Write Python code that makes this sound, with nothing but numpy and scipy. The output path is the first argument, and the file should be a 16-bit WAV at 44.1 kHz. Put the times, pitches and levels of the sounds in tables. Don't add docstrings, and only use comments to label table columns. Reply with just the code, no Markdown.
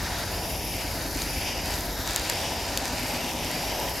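import sys
import numpy as np
from scipy import signal
from scipy.fft import rfft, irfft, next_fast_len
from scipy.io import wavfile
from scipy.ndimage import uniform_filter1d, map_coordinates

SR = 44100
rng = np.random.default_rng(int(sys.argv[2]) if len(sys.argv) > 2 else 0)


def put_to_file(sound):
    columns = np.atleast_2d(sound).T
    safe = np.clip(columns, -1, 1)
    whole_steps = np.round(safe * 32767)
    wavfile.write(sys.argv[1], SR, whole_steps.astype(np.int16))


N = 176400
TIME = np.arange(N) / SR


def amp(db):
    return 10 ** (np.asarray(db) / 20)


def unit(x):
    return x / np.sqrt(np.mean(x ** 2) + 1e-20)


def decay(t, length):
    return np.exp(-np.log(1000) * t / length)


def along(points, hz):
    knots_hz, values = np.transpose(points)
    return np.interp(np.log(hz + 1), np.log(knots_hz + 1), values)


def curves(rows):
    times, *columns = np.transpose(rows)
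    return [np.interp(TIME, times, column) for column in columns]


def wobble(rate):
    knots = rng.standard_normal(int(N * rate / SR) + 4)
    return map_coordinates(knots, [TIME * rate])


def filtered(x, response):
    size = 2 * next_fast_len(N)
    return irfft(rfft(x, size) * response(np.fft.rfftfreq(size, 1 / SR)), size)[..., :N]


def minimum_phase(points, hz):
    cepstrum = irfft(np.log(amp(along(points, hz))))
    cepstrum[1:len(cepstrum) // 2] *= 2
    cepstrum[len(cepstrum) // 2 + 1:] = 0
    return np.exp(rfft(cepstrum))


# frequency in Hz, left-right correlation.
CORRELATION = [(100, 0.98), (200, 0.91), (700, .95), (2000, 0.94), (5000, 0.84), (9000, 0.66),
               (13000, 0.65)]
def noise(spectrum):
    def response(hz):
        angle = np.arccos(np.clip(along(CORRELATION, hz), 0, .999)) / 2
        return amp(along(spectrum, hz)) * [np.cos(angle), np.sin(angle)]
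    mid, side = filtered(rng.standard_normal((2, N)), response)
    return unit(np.array([mid + side, mid - side]))


def drifting(x, depth_db):
    frames = signal.stft(x, nperseg=512)[2]
    ripple = rng.standard_normal(frames.shape[1:])
    for _ in range(2):
        ripple = uniform_filter1d(ripple, size=6, axis=0, mode="wrap")
        ripple = uniform_filter1d(ripple, size=45, axis=1, mode="wrap")
    return unit(signal.istft(frames * amp(depth_db * unit(ripple)), nperseg=512)[1][:, :N])


# time in seconds, then gains of roar, rush and jet in dB.
FLAME_GAINS = [(0, 1, 0.5, -1), (.25, 0, 0, -1), (.45, 1.5, -2.5, 1), (.7, -1.5, -3, 1.5),
               (.85, 0, -2.3, 0), (1.1, 0.5, -0.5, 2), (1.22, -1, -1.5, 1.5), (1.4, -1.5, 1, 3),
               (1.54, 1.5, 0, -2), (1.73, 1, 0, 1.5), (1.97, 1.5, -5, -0.5), (2.12, 1.5, 3.5, -1.5),
               (2.45, 3, 1.5, -0.5), (2.85, 2.5, 1, -4), (3.2, 2.5, 2, 2), (3.38, 1.5, -3, -1),
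               (3.55, 2, 1, 0.5), (3.85, 4, 0.5, -0.5), (4, 2.5, 1, 3)]
# time in seconds, change of level in dB.
RUSH_SPURTS = [(.44, 1.5), (.82, 3.5), (1.1, -7.5), (1.49, 3), (3.05, -0.5), (3.35, -1), (3.94, -6)]
# frequency in Hz, relative density in dB.
ROAR_SPECTRUM = [(120, -20), (200, -8), (320, -2.5), (400, -4), (450, -5), (540, -0.5), (680, 2),
                 (980, 2.5), (1080, -6.5), (1200, -6.5), (1800, -10.5), (4000, -75)]
RUSH_SPECTRUM = [(600, -14), (1100, -5.5), (1400, 0), (2200, -1), (3000, -1), (3400, -3), (3800, 1),
                 (4200, -4.5), (4700, -1), (7200, -8), (8100, -12), (9200, -11), (14000, -46)]
JET_SPECTRUM = [(5000, -14), (8200, -23), (9400, -2.5), (10500, -1), (12300, 0.5), (13500, -4),
                (14500, -9.5), (15700, -19.5)]
def flame():
    roar_db, rush_db, jet_db = curves(FLAME_GAINS)
    spurt_width_s = .025
    rush_db += sum(db * np.exp(-((TIME - at) / spurt_width_s) ** 2) for at, db in RUSH_SPURTS)
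    flicker = wobble(14) / 2
    roar = amp(-37 + roar_db + .4 * wobble(39.97)) * noise(ROAR_SPECTRUM)
    rush_gain = amp(-36 + rush_db + 1.1 * (flicker + wobble(60)))
    rush = rush_gain * drifting(noise(RUSH_SPECTRUM), depth_db=1.06)
    jet_gain = amp(-43 + jet_db + 1.5 * (flicker + wobble(120)))
    jet = jet_gain * drifting(noise(JET_SPECTRUM), depth_db=2)
    return roar + rush + jet


# time in seconds, lower band's centre in Hz, gain in dB.
JET_GLIDE = [(0, 9900, -56), (.7, 10250, -46), (.85, 10400, -53), (1.3, 10680, -47), (1.75, 12050, -52),
             (2.6, 12270, -56), (3.2, 11900, -53), (3.6, 11200, -47), (3.85, 12200, -44), (4, 12000, -50)]
def jet_bands():
    centre_hz, gain_db = curves(JET_GLIDE)
    width_hz, upper_ratio = 330, 1.24
    phase = 2 * np.pi * np.cumsum(centre_hz) / SR
    bands = np.zeros((2, N))
    for ratio in (1, upper_ratio):
        narrow = filtered(rng.standard_normal((2, N)), lambda hz: np.exp(-.5 * (hz / width_hz) ** 2))
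        bands += unit((narrow.mean(0) + narrow / 2) * np.sin(ratio * phase)) / ratio ** 2
    return amp(gain_db) * filtered(bands, lambda hz: amp(along(JET_SPECTRUM, hz)))


# frequency in Hz, relative density in dB.
NOZZLE_SPECTRUM = [(2000, -14), (3000, -14), (4200, -7.5), (4700, 3.5), (5300, 1.5), (6200, -3.5),
                   (7300, -5.5), (8300, -24), (12000, -31)]
def nozzle():
    return amp(-41.5) * noise(NOZZLE_SPECTRUM)


# time in seconds, delay in ms, share of the direct sound.
NEAR_REFLECTION = [(0.0, 0.5, 0.16), (0.25, 0.46, 0.098), (0.45, 0.36, 0.52), (0.7, 0.36, 0.62),
                   (0.9, 0.42, 0.32), (1.1, 0.49, 0.33), (1.22, 0.42, 0.4), (1.5, 0.37, 0.53),
                   (1.75, 0.4, 0.18), (1.97, 0.54, 0.43), (2.12, 0.48, 0.29), (2.45, 0.35, 0.44),
                   (2.85, 0.47, 0.24), (3.15, 0.37, 0.34), (3.38, 0.34, 0.46), (3.55, 0.4, 0.38),
                   (3.85, 0.35, 0.52), (4.0, 0.414, 0.43)]
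def with_reflection(direct, cutoff_hz=5600):
    delay_ms, share = curves(NEAR_REFLECTION)
    delayed_index = np.arange(N) - delay_ms * SR / 1000
    dull = filtered(direct, lambda hz: 1 / (1 + (hz / cutoff_hz) ** 4))
    return direct + share * np.array([map_coordinates(side, [delayed_index]) for side in dull])


def blade_beats(shape, echo_db):
    blade_hz, first_beat_s, scatter_db, echo_s = 9.6, .01207, 1.5, .2
    pulses, age = np.zeros(N + SR), np.arange(SR // 2) / SR
    for start in np.arange(first_beat_s, N / SR, 1 / blade_hz):
        strength = amp(scatter_db * rng.standard_normal())
        pulses[int(start * SR):][:len(age)] += strength * shape(age, start)
    tail = rng.standard_normal(len(age)) * decay(age, echo_s)
    echoes = signal.fftconvolve(pulses, tail / np.linalg.norm(tail))[:N]
    return unit(pulses[:N] + amp(echo_db) * echoes)


# frequency in Hz, relative level in dB.
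THUMP_SPECTRUM = [(15, -35), (28.8, -10), (38.4, -7), (48, 5.5), (57.6, -5), (68, 3), (80, 0), (96, -4),
                  (120, -16.5), (200, -32), (500, -52)]
def rotor_thump(wall_delay_s=.0625, wall_share=.45):
    impulses = blade_beats(lambda age, start: age == 0, echo_db=-11)
    thump = filtered(impulses, lambda hz: minimum_phase(THUMP_SPECTRUM, hz))
    return unit(thump + wall_share * np.interp(TIME - wall_delay_s, TIME, thump))


# frequency in Hz, level in dB.
DRONE_TONES = [(60.5, -55), (121.5, -68), (150, -53), (183, -51), (241, -51)]
def rotor_drone(waver_db=4):
    drone = np.zeros(N)
    for hz, db in DRONE_TONES:
        swell = amp(waver_db * wobble(2.08))
        drone += amp(db) * unit(swell * np.sin(2 * np.pi * hz * TIME + .5 * wobble(1.9)))
    return drone


# time in seconds, frequency in Hz.
SLAP_GLIDE = [(1.9, 300), (2.8, 253)]
def blade_slap(age, start, rise_s=.0024):
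    hz = np.interp(start, *np.transpose(SLAP_GLIDE))
    return age * np.exp(-age / rise_s) * np.sin(2 * np.pi * hz * age)


# time in seconds, thump level in dB, slap level in dB.
ROTOR_LEVELS = [(0, -35.5, -53), (.5, -46, -53), (.7, -43, -46.5), (1.17, -38.5, -39.5), (1.5, -41.5, -52),
                (1.9, -35, -41), (2.1, -40, -49), (2.3, -46, -64), (2.7, -41, -53), (2.83, -45, -42),
                (3.14, -49, -41), (3.5, -41, -47), (3.7, -40, -47), (4, -46, -47)]
def rotor():
    thump_db, slap_db = curves(ROTOR_LEVELS)
    throb = amp(thump_db) * rotor_thump() + rotor_drone()
    return throb + amp(slap_db) * blade_beats(blade_slap, echo_db=-1)


# frequency in Hz, relative density in dB.
RUMBLE_SPECTRUM = [(15, -18), (30, -9), (50, 3.5), (82, 4.5), (130, 0), (200, -5.5), (400, -10.5),
                   (1000, -36)]
# time in seconds, level in dB.
RUMBLE_LEVELS = [(0, -37.5), (2, -38), (2.4, -40)]
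def rumble():
    return amp(curves(RUMBLE_LEVELS)[0]) * noise(RUMBLE_SPECTRUM)


def pop(age, hz, cycles=2.12):
    return np.sin(2 * np.pi * hz * age) * decay(age, cycles / hz)


# time in seconds, gain in dB.
SIZZLE_GAINS = [(0, -55), (1.05, -50.5), (1.22, -40.5), (1.5, -71), (1.72, -41), (1.95, -51), (2.12, -42),
                (2.33, -41.5), (2.55, -50), (2.87, -46), (3.38, -45), (3.55, -56), (4, -43.5)]
def sizzle(pops_per_s=260, centre_hz=7500, range_db=7):
    count = int(pops_per_s * N / SR)
    when, size, pitch, place = rng.random((count, 4)).T
    age = np.arange(SR // 500) / SR
    hz = centre_hz * np.exp(pitch - .5)
    pops = amp(-range_db * np.sqrt(size))[:, None] * pop(age, hz[:, None])
    index = (when * N).astype(int)[:, None] + np.arange(len(age))
    pan = place[:, None] - .5
    pair = [np.bincount(index.ravel(), (pops * gain).ravel(), N)[:N] for gain in (1 + pan, 1 - pan)]
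    return amp(curves(SIZZLE_GAINS)[0]) * unit(np.array(pair))


# start in seconds, gain in dB, pitch in Hz, tail length in seconds.
SUGAR_SNAPS = [(1.1722, -23, 7500, .012), (1.2197, -14, 6500, .016), (1.6588, -19, 10000, .009),
               (1.7062, -20, 8000, .012), (1.7405, -19, 7000, .005), (1.8085, -18, 9000, .004),
               (2.0759, -15, 6000, .010), (2.1093, -17, 7000, .005), (2.134, -19, 9000, .007),
               (2.1616, -5, 7000, .004), (2.1971, -15.5, 7000, .007), (2.2981, -12.5, 11700, .007),
               (2.2992, -8.5, 7200, .007), (2.7743, -18, 3650, .022), (2.7746, -16.5, 4500, .021),
               (2.775, -9, 6500, .004), (2.8557, -17, 7000, .004), (2.8802, -21, 6500, .009),
               (3.4468, -18, 8000, .005), (3.5141, -18, 9000, .006), (3.8005, -17, 9000, .006),
               (3.8957, -18, 11000, .006)]
def snaps(ring_db=-13.5, splutter_db=-14.5):
    track, age = np.zeros((2, N + SR)), np.arange(SR // 20) / SR
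    for start, db, hz, tail_s in SUGAR_SNAPS:
        steam = rng.standard_normal((2, len(age)))
        splutter = amp(splutter_db) * (steam.mean(0) + steam / 2)
        ring = amp(ring_db) * np.sin(2 * np.pi * hz * age)
        snap = 2 * pop(age, hz) + (ring + splutter) * decay(age, tail_s)
        track[:, round(start * SR):][:, :len(age)] += amp(db) * snap
    return track[:, :N]


# frequency in Hz, gain in dB.
SUGAR_RESPONSE = [(500, -1), (2500, 0), (4300, 5.5), (5600, 0.5), (7200, 4.5), (9500, 1.5), (12000, 6),
                  (14500, -5), (16000, -7)]
def melting_sugar():
    return filtered(snaps() + sizzle(), lambda hz: minimum_phase(SUGAR_RESPONSE, hz))


# frequency in Hz, left minus right level in dB.
LEFT_BIAS = [(60, 0.5), (700, 1.1), (3000, 0.9), (6000, 0), (9000, 2.5), (15000, 3.5)]
def scene():
    sugar = melting_sugar()
    torch = with_reflection(flame() + jet_bands() + nozzle())
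    mix = torch + sugar + rotor() + rumble()
    return filtered(mix, lambda hz: amp(np.outer([.5, -.5], along(LEFT_BIAS, hz))))


def record(dry, top_hz=15900):
    return filtered(dry, lambda hz: hz < top_hz)


dry = scene()
out = record(dry)
put_to_file(out)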